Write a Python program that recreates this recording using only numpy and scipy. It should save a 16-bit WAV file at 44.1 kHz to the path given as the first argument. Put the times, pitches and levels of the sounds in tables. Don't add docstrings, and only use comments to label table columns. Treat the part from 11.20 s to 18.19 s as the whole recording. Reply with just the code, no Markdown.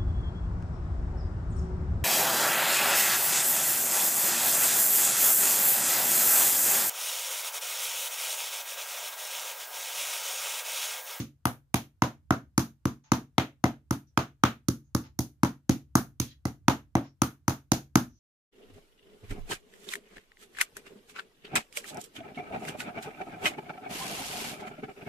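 import sys
import numpy as np
from scipy import signal
from scipy.fft import rfft, irfft, next_fast_len
from scipy.io import wavfile
from scipy.ndimage import uniform_filter1d

SR = 44100
rng = np.random.default_rng(int(sys.argv[2]) if len(sys.argv) > 2 else 0)


def volts_from_decibels(level):
    exponent = np.asarray(level, float) / 20
    return 10 ** exponent


def wav_record(signal):
    frames = np.transpose(np.atleast_2d(signal))
    bounded = np.clip(frames, -1, 1)
    quanta = np.round(bounded * 32767).astype(np.int16)
    wavfile.write(sys.argv[1], SR, quanta)


N = 308259

# t/s, thud level/dB, knock level/dB,
# tilt of the knock from board edge to mallet head/dB
BLOWS = [(-0.0202, -13.5, -39.5, 26.5), (0.2556, -16, -19, 2), (0.5433, -12, -22.5, -7),
         (0.822, -11.5, -14.5, -3), (1.1077, -10, -15.5, -1.5), (1.3798, -9.5, -21.5, 6),
         (1.6556, -13, -26.5, 11.5), (1.9197, -8.5, -17, 6), (2.1826, -12, -14.5, -5.5),
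         (2.4412, -9, -15.5, -9.5), (2.7097, -14, -26, 2), (2.9757, -12.5, -18, 9.5),
         (3.2377, -9.5, -17.5, 16), (3.4857, -11.5, -32.5, 5.5), (3.75, -12.5, -33, 29),
         (3.991, -15.9, -32.5, -13.5), (4.2338, -8, -18, 0.5), (4.495, -7.5, -24.5, -9.5),
         (4.755, -7.5, -18.5, 8.5), (5.0008, -18, -34.5, 6.5), (5.2546, -16.5, -27, -6),
         (5.483, -8, -16, 5), (5.754, -9.5, -19.5, -15), (6.0196, -11, -23.5, 17),
         (6.2812, -13.5, -19, 3.5), (6.519, -9.5, -18.5, -8), (6.7571, -6, -15.5, 0)]
# smack level/dB, slap level/dB, spray level/dB, left-right/dB
SLAPS = [(-30, -26, -31.5, -2), (-29.5, -29.5, -25.5, 5.5), (-23, -23.5, -25.5, -5), (-25.5, -25, -34, 0.5),
         (-30.5, -29.5, -37.5, -4), (-32, -21, -25, -1), (-36.5, -31, -36.5, -1), (-28, -22.5, -30.5, -1.5),
         (-18.5, -28.5, -39.5, 7.5), (-27, -29, -36.5, 7), (-36, -30, -30.5, 0), (-23, -26.5, -38, -7.5),
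         (-17, -25, -34, 0.5), (-47.5, -27, -30.5, -14.5), (-46, -27, -31, -9.5), (-66, -25, -27.5, -4),
         (-29.5, -26, -31, 2), (-30.5, -24, -30, 2), (-35.5, -20.5, -21.5, 1), (-34, -23.5, -27.5, -6.5),
         (-42.5, -33, -37, -6.5), (-21, -22, -29.5, -8), (-31.5, -35, -39, -4.5),
         (-28.5, -24.5, -25.5, 7.5), (-30.5, -23, -27.5, 4.5), (-31, -18.5, -25, -8),
         (-29.5, -20.5, -24.5, -1.5)]
# f/Hz, amplitude/1, t60/s
THUD_MODES = [(54, 0.022, 0.269), (74, 0.303, 0.084), (90, -0.599, 0.055), (117, -0.156, 0.209),
              (139, 0.32, 0.211), (140, -0.153, 0.299), (176, 0.167, 0.142),
              (190, 0.084, 0.198), (213, 0.139, 0.162), (228, 0.163, 0.208), (245, 0.205, 0.192),
               (274, 0.203, 0.161), (291, 0.052, 0.263), (315, 0.062, 0.184), (333, -0.514, 0.051),
               (361, -0.017, 0.17), (404, 0.085, 0.037), (481, -0.008, 0.072)]
# f/Hz, level/dB, t60/s
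WOOD_FAMILIES = [
    [(470, 0, 0.028), (548, -3.5, 0.065)],
    [(733, -16, 0.018), (788, 0.5, 0.015)],
    [(954, 10, 0.011), (1095, -4.5, 0.02)],
    [(1220.5, 9.5, 0.0088), (1394, -5, 0.0092)],
    [(1524, -6, 0.0054), (2045, -7, 0.032)],
]
# level over the knock/dB, share of the tilt/1
FAMILY_DRIVE = [(-2.5, -.6), (0, 0.038), (3, .4), (-6, -.2)]
# f/Hz, level/dB
SMACK_COLOUR = [(1500, -7), (2300, -4.5), (2700, -6.5), (3900, -9.5), (4800, -29)]
SLAP_COLOUR = [(3000, -17), (4300, -6), (5200, -4.5), (6400, 3), (7000, -4), (7500, -30)]
SPRAY_COLOUR = [(6900, -43), (7350, -13), (8300, -6), (10000, 2), (12500, -1), (15300, -9.5),
                (15900, -14.5), (16800, -33)]
# f/Hz, level/dB
WALL_COLOUR = [(200, -18), (500, 6), (1200, -1.5), (3000, 5.5), (6500, 2), (10000, -1), (15450, 5),
               (15600, -45.5)]
# f/Hz, t60/s
KITCHEN_DECAY = [(300, 0.3), (800, 0.17), (2000, 0.23), (5000, 0.2), (13000, 0.23)]
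# f/Hz, likeness/1
ECHO_LIKENESS = [(300, 1), (640, 0.85), (900, 0.48), (1400, 0.067), (15000, 0.031)]
# t/s, length/s, hiss level/dB, f/Hz
PEELS = [(1.838, 0.1, -67, 880), (1.836, 0.057, -69, 6360), (2.869, .046, -74, 5840),
         (3.64, 0.078, -80, 6500), (3.836, 0.062, -58, 866), (3.83, .05, -71, 1410),
         (3.863, .04, -76, 4000), (3.81, .1, -69, 5100), (5.054, 0.13, -60.5, 3300),
         (5.078, 0.084, -60.5, 4000), (5.098, 0.067, -68, 1860), (5.827, 0.081, -60, 1100),
         (5.833, 0.12, -71, 5500), (6.886, 0.24, -74, 6030)]
# f/Hz, level/dB
RUMBLE_COLOUR = [(22, -17), (45, -6), (65, 10), (85, 8), (130, -3), (200, -15.5), (300, -44.5), (900, -100)]
AIR_COLOUR = [(100, -22.5), (200, -2), (300, -10), (550, -15.5), (1500, -18), (2200, -24), (15400, -28),
              (15600, -89)]
# t/s, level over the rumble/dB
SWELLS = [
    (0, -1),
    (1.17, 7),
    (3.911, 7.5),
    (4.9, 9.5),
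    (5.53, 11),
    (6.92, 7.5),
]

LEAD, SPAN = SR // 10, SR * 2 // 5
EARLY_S = 0.004
T = np.arange(SPAN) / SR - EARLY_S
AFTER = np.maximum(T, 0)
USUAL_THUD_DB = -12
SWAY_PER_DB = -0.65
LOW_FAMILY_DB, LOW_PER_DB = -33, 0.94
TOUCH_LEAD_S = 0.0006
KNOCK_SEND_DB, SLAP_SEND_DB = -2.5, 1.28
RUMBLE_DB, AIR_DB, SWELL_S = -65.5, -83.5, 0.21


def thud(db, sway_db):
    hz, size, t60 = np.transpose(THUD_MODES)[:, :, None]
    sway = sway_db * np.clip((190 - hz) / 60, 0, 1)
    shared = rng.normal(0, 0.13, hz.shape)
    own = rng.normal(0, 1.0, (2,) + hz.shape)
    envelope = size * volts_from_decibels(db + sway + shared + own - 60 * AFTER / t60)
    ring = np.sum(envelope * np.sin(2 * np.pi * hz * AFTER), axis=1)
    return coloured(ring, lambda f: 1 / (1 + (f / 600) ** 6))


def knock(families_db):
    hz, level, t60 = np.reshape(WOOD_FAMILIES, (-1, 3)).T[:, :, None]
    top_db = min(families_db[-1], max(families_db[-3:-1]))
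    drive = np.repeat([*families_db[:-1], top_db], 2)[:, None]
    shared = rng.normal(0, 2, hz.shape)
    own = rng.normal(0, 1, (2,) + hz.shape)
    struck = drive + level + shared + own
    sooner = np.array([-0.000075, 0.000075])[:, None, None] * np.clip((hz - 600) / 600, 0, 1)
    t = np.maximum(T + 0.00054 + sooner, 0)
    rise = 1 - np.exp(-t / 0.0018)
    hz = hz * rng.normal(1, 0.015, hz.shape)
    envelope = volts_from_decibels(struck + 5.5 - 60 * t / t60) * rise
    return -np.sum(envelope * np.sin(2 * np.pi * hz * t), axis=1)


def slap(smack_db, slap_db, spray_db, pan_db, send_db):
    main = np.exp(np.minimum(T, 0) / 0.00027) * volts_from_decibels(-60 * AFTER / 0.013)
    onset = volts_from_decibels(-36.5 + 5400 * T) * (T < 0)
    dribble = volts_from_decibels(-19.5 - 60 * AFTER / 0.063) * (T > 0)
    swell = main + onset + dribble
    drops = volts_from_decibels(1.7 * unit(uniform_filter1d(rng.standard_normal(SPAN), size=12)))
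    layers = [(smack_db, SMACK_COLOUR), (slap_db, SLAP_COLOUR), (spray_db, SPRAY_COLOUR)]
    hiss = sum(volts_from_decibels(db) * noise(colour, size=SPAN) for db, colour in layers)
    burst = blend(hiss, [(1000, 0.29), (15000, 0.067)])
    pan = volts_from_decibels([[pan_db / 2], [-pan_db / 2]])
    direct = volts_from_decibels(2.5) * burst * swell * unit(drops) * pan
    impulse = 1.0 * (np.abs(T) < 0.5 / SR)
    click = sum(volts_from_decibels(db) * unit(coloured(impulse, lambda f: volts_from_decibels(along(colour, f)))) for db, colour in layers)
    sent = volts_from_decibels(send_db - 25.0) * click * np.exp(np.minimum(T, 0) / 0.00021)
    return direct + walls(sent)


def peel(length, db, hz):
    shape = np.clip(T / 0.0042, 0, 1) * volts_from_decibels(-400 * np.maximum(T - 0.5 * length, 0))
    wide = 0.04 if hz < 4500 else 0.1
    hump = [(hz * 0.4, -30), (hz * (1 - wide), -13), (hz, 0), (hz * (1 + wide), -13),
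            (max(hz * 1.11, 7200), -24), (7700, -80)]
    return shape * volts_from_decibels(db) * noise(hump, size=SPAN)


def walls(sound, near_db=-9, wall_s=0.0148, wall_db=4, wall_t60=0.0035):
    hz, t, z = signal.stft(rng.standard_normal((2, SPAN)), SR, nperseg=256)
    decay_db = 60 * t / along(KITCHEN_DECAY, hz)[:, None]
    z = z * volts_from_decibels(along(WALL_COLOUR, hz)[:, None] - decay_db)
    tail = blend(signal.istft(z, SR, nperseg=256)[1][:, :SPAN], ECHO_LIKENESS)
    late = T + EARLY_S - wall_s
    tail *= np.where(late < 0, volts_from_decibels(near_db), 1 + volts_from_decibels(wall_db - 60 * late / wall_t60))
    tail *= volts_from_decibels(-150 * (T + EARLY_S) ** 2)
    return signal.fftconvolve(sound[None], volts_from_decibels(-32) * tail, axes=1)[:, :SPAN]


def house():
    t = np.arange(N) / SR
    level_db = RUMBLE_DB + sum(db * np.exp(-((t - s) / SWELL_S) ** 2) for s, db in SWELLS)
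    rumble = volts_from_decibels(level_db) * blend(noise(RUMBLE_COLOUR, size=N), [(100, 0.82)])
    air = volts_from_decibels(AIR_DB) * blend(noise(AIR_COLOUR, size=N), [(200, 0.9), (640, 0.21), (1400, 0.1)])
    return rumble + air


def unit(x):
    return x / np.sqrt(np.mean(x ** 2) + 1e-20)


def along(points, hz):
    f, v = np.transpose(points)
    return np.interp(np.log(hz + 1), np.log(f + 1), v)


def coloured(x, response):
    m = next_fast_len(x.shape[-1] + 4096)
    spectrum = rfft(x, m) * response(np.fft.rfftfreq(m, 1 / SR))
    return irfft(spectrum, m)[..., :x.shape[-1]]


def noise(colour, size):
    return unit(coloured(rng.standard_normal((2, size)), lambda hz: volts_from_decibels(along(colour, hz))))


def blend(pair, alike):
    def mid_side(hz):
        turn = np.arccos(np.clip(along(alike, hz), -1, 1)) / 2
        return np.array([np.cos(turn), np.sin(turn)])
    mid, side = coloured(pair, mid_side)
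    return np.array([mid + side, mid - side])


def add(track, s, sound):
    track[:, LEAD + round((s - EARLY_S) * SR):][:, :SPAN] += sound


def scene():
    track = np.zeros((2, LEAD + N + SPAN))
    for (force_s, thud_db, knock_db, tilt_db), wet in zip(BLOWS, SLAPS):
        harder_db = thud_db - USUAL_THUD_DB
        low = thud(thud_db, SWAY_PER_DB * harder_db)
        upper_db = [knock_db + db + share * tilt_db for db, share in FAMILY_DRIVE]
        wood = knock([LOW_FAMILY_DB + LOW_PER_DB * harder_db] + upper_db)
        blunt = volts_from_decibels(4) * wood.mean(0) * volts_from_decibels(-60 * AFTER / 0.02)
        echo = walls(volts_from_decibels(-4) * low.mean(0) + volts_from_decibels(KNOCK_SEND_DB + 1.5) * blunt)
        add(track, force_s, low + wood + echo)
        add(track, force_s - TOUCH_LEAD_S, slap(*wet, SLAP_SEND_DB))
    for s, *how in PEELS:
        add(track, s, peel(*how))
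    return track[:, LEAD:LEAD + N] + house()


def roll_off(x):
    return signal.sosfilt(signal.butter(12, 16760, fs=SR, output="sos"), x)


def record(dry):
    thinned = signal.sosfilt(signal.butter(2, 45, "high", fs=SR, output="sos"), dry)
    rounded = thinned / (1 + np.abs(thinned / 0.95) ** 4) ** (1 / 4)
    finished = coloured(rounded, lambda hz: np.clip((16900 - hz) / 700, 0, 1) ** 2)
    return roll_off(finished)


dry = scene()
out = record(dry)
wav_record(out)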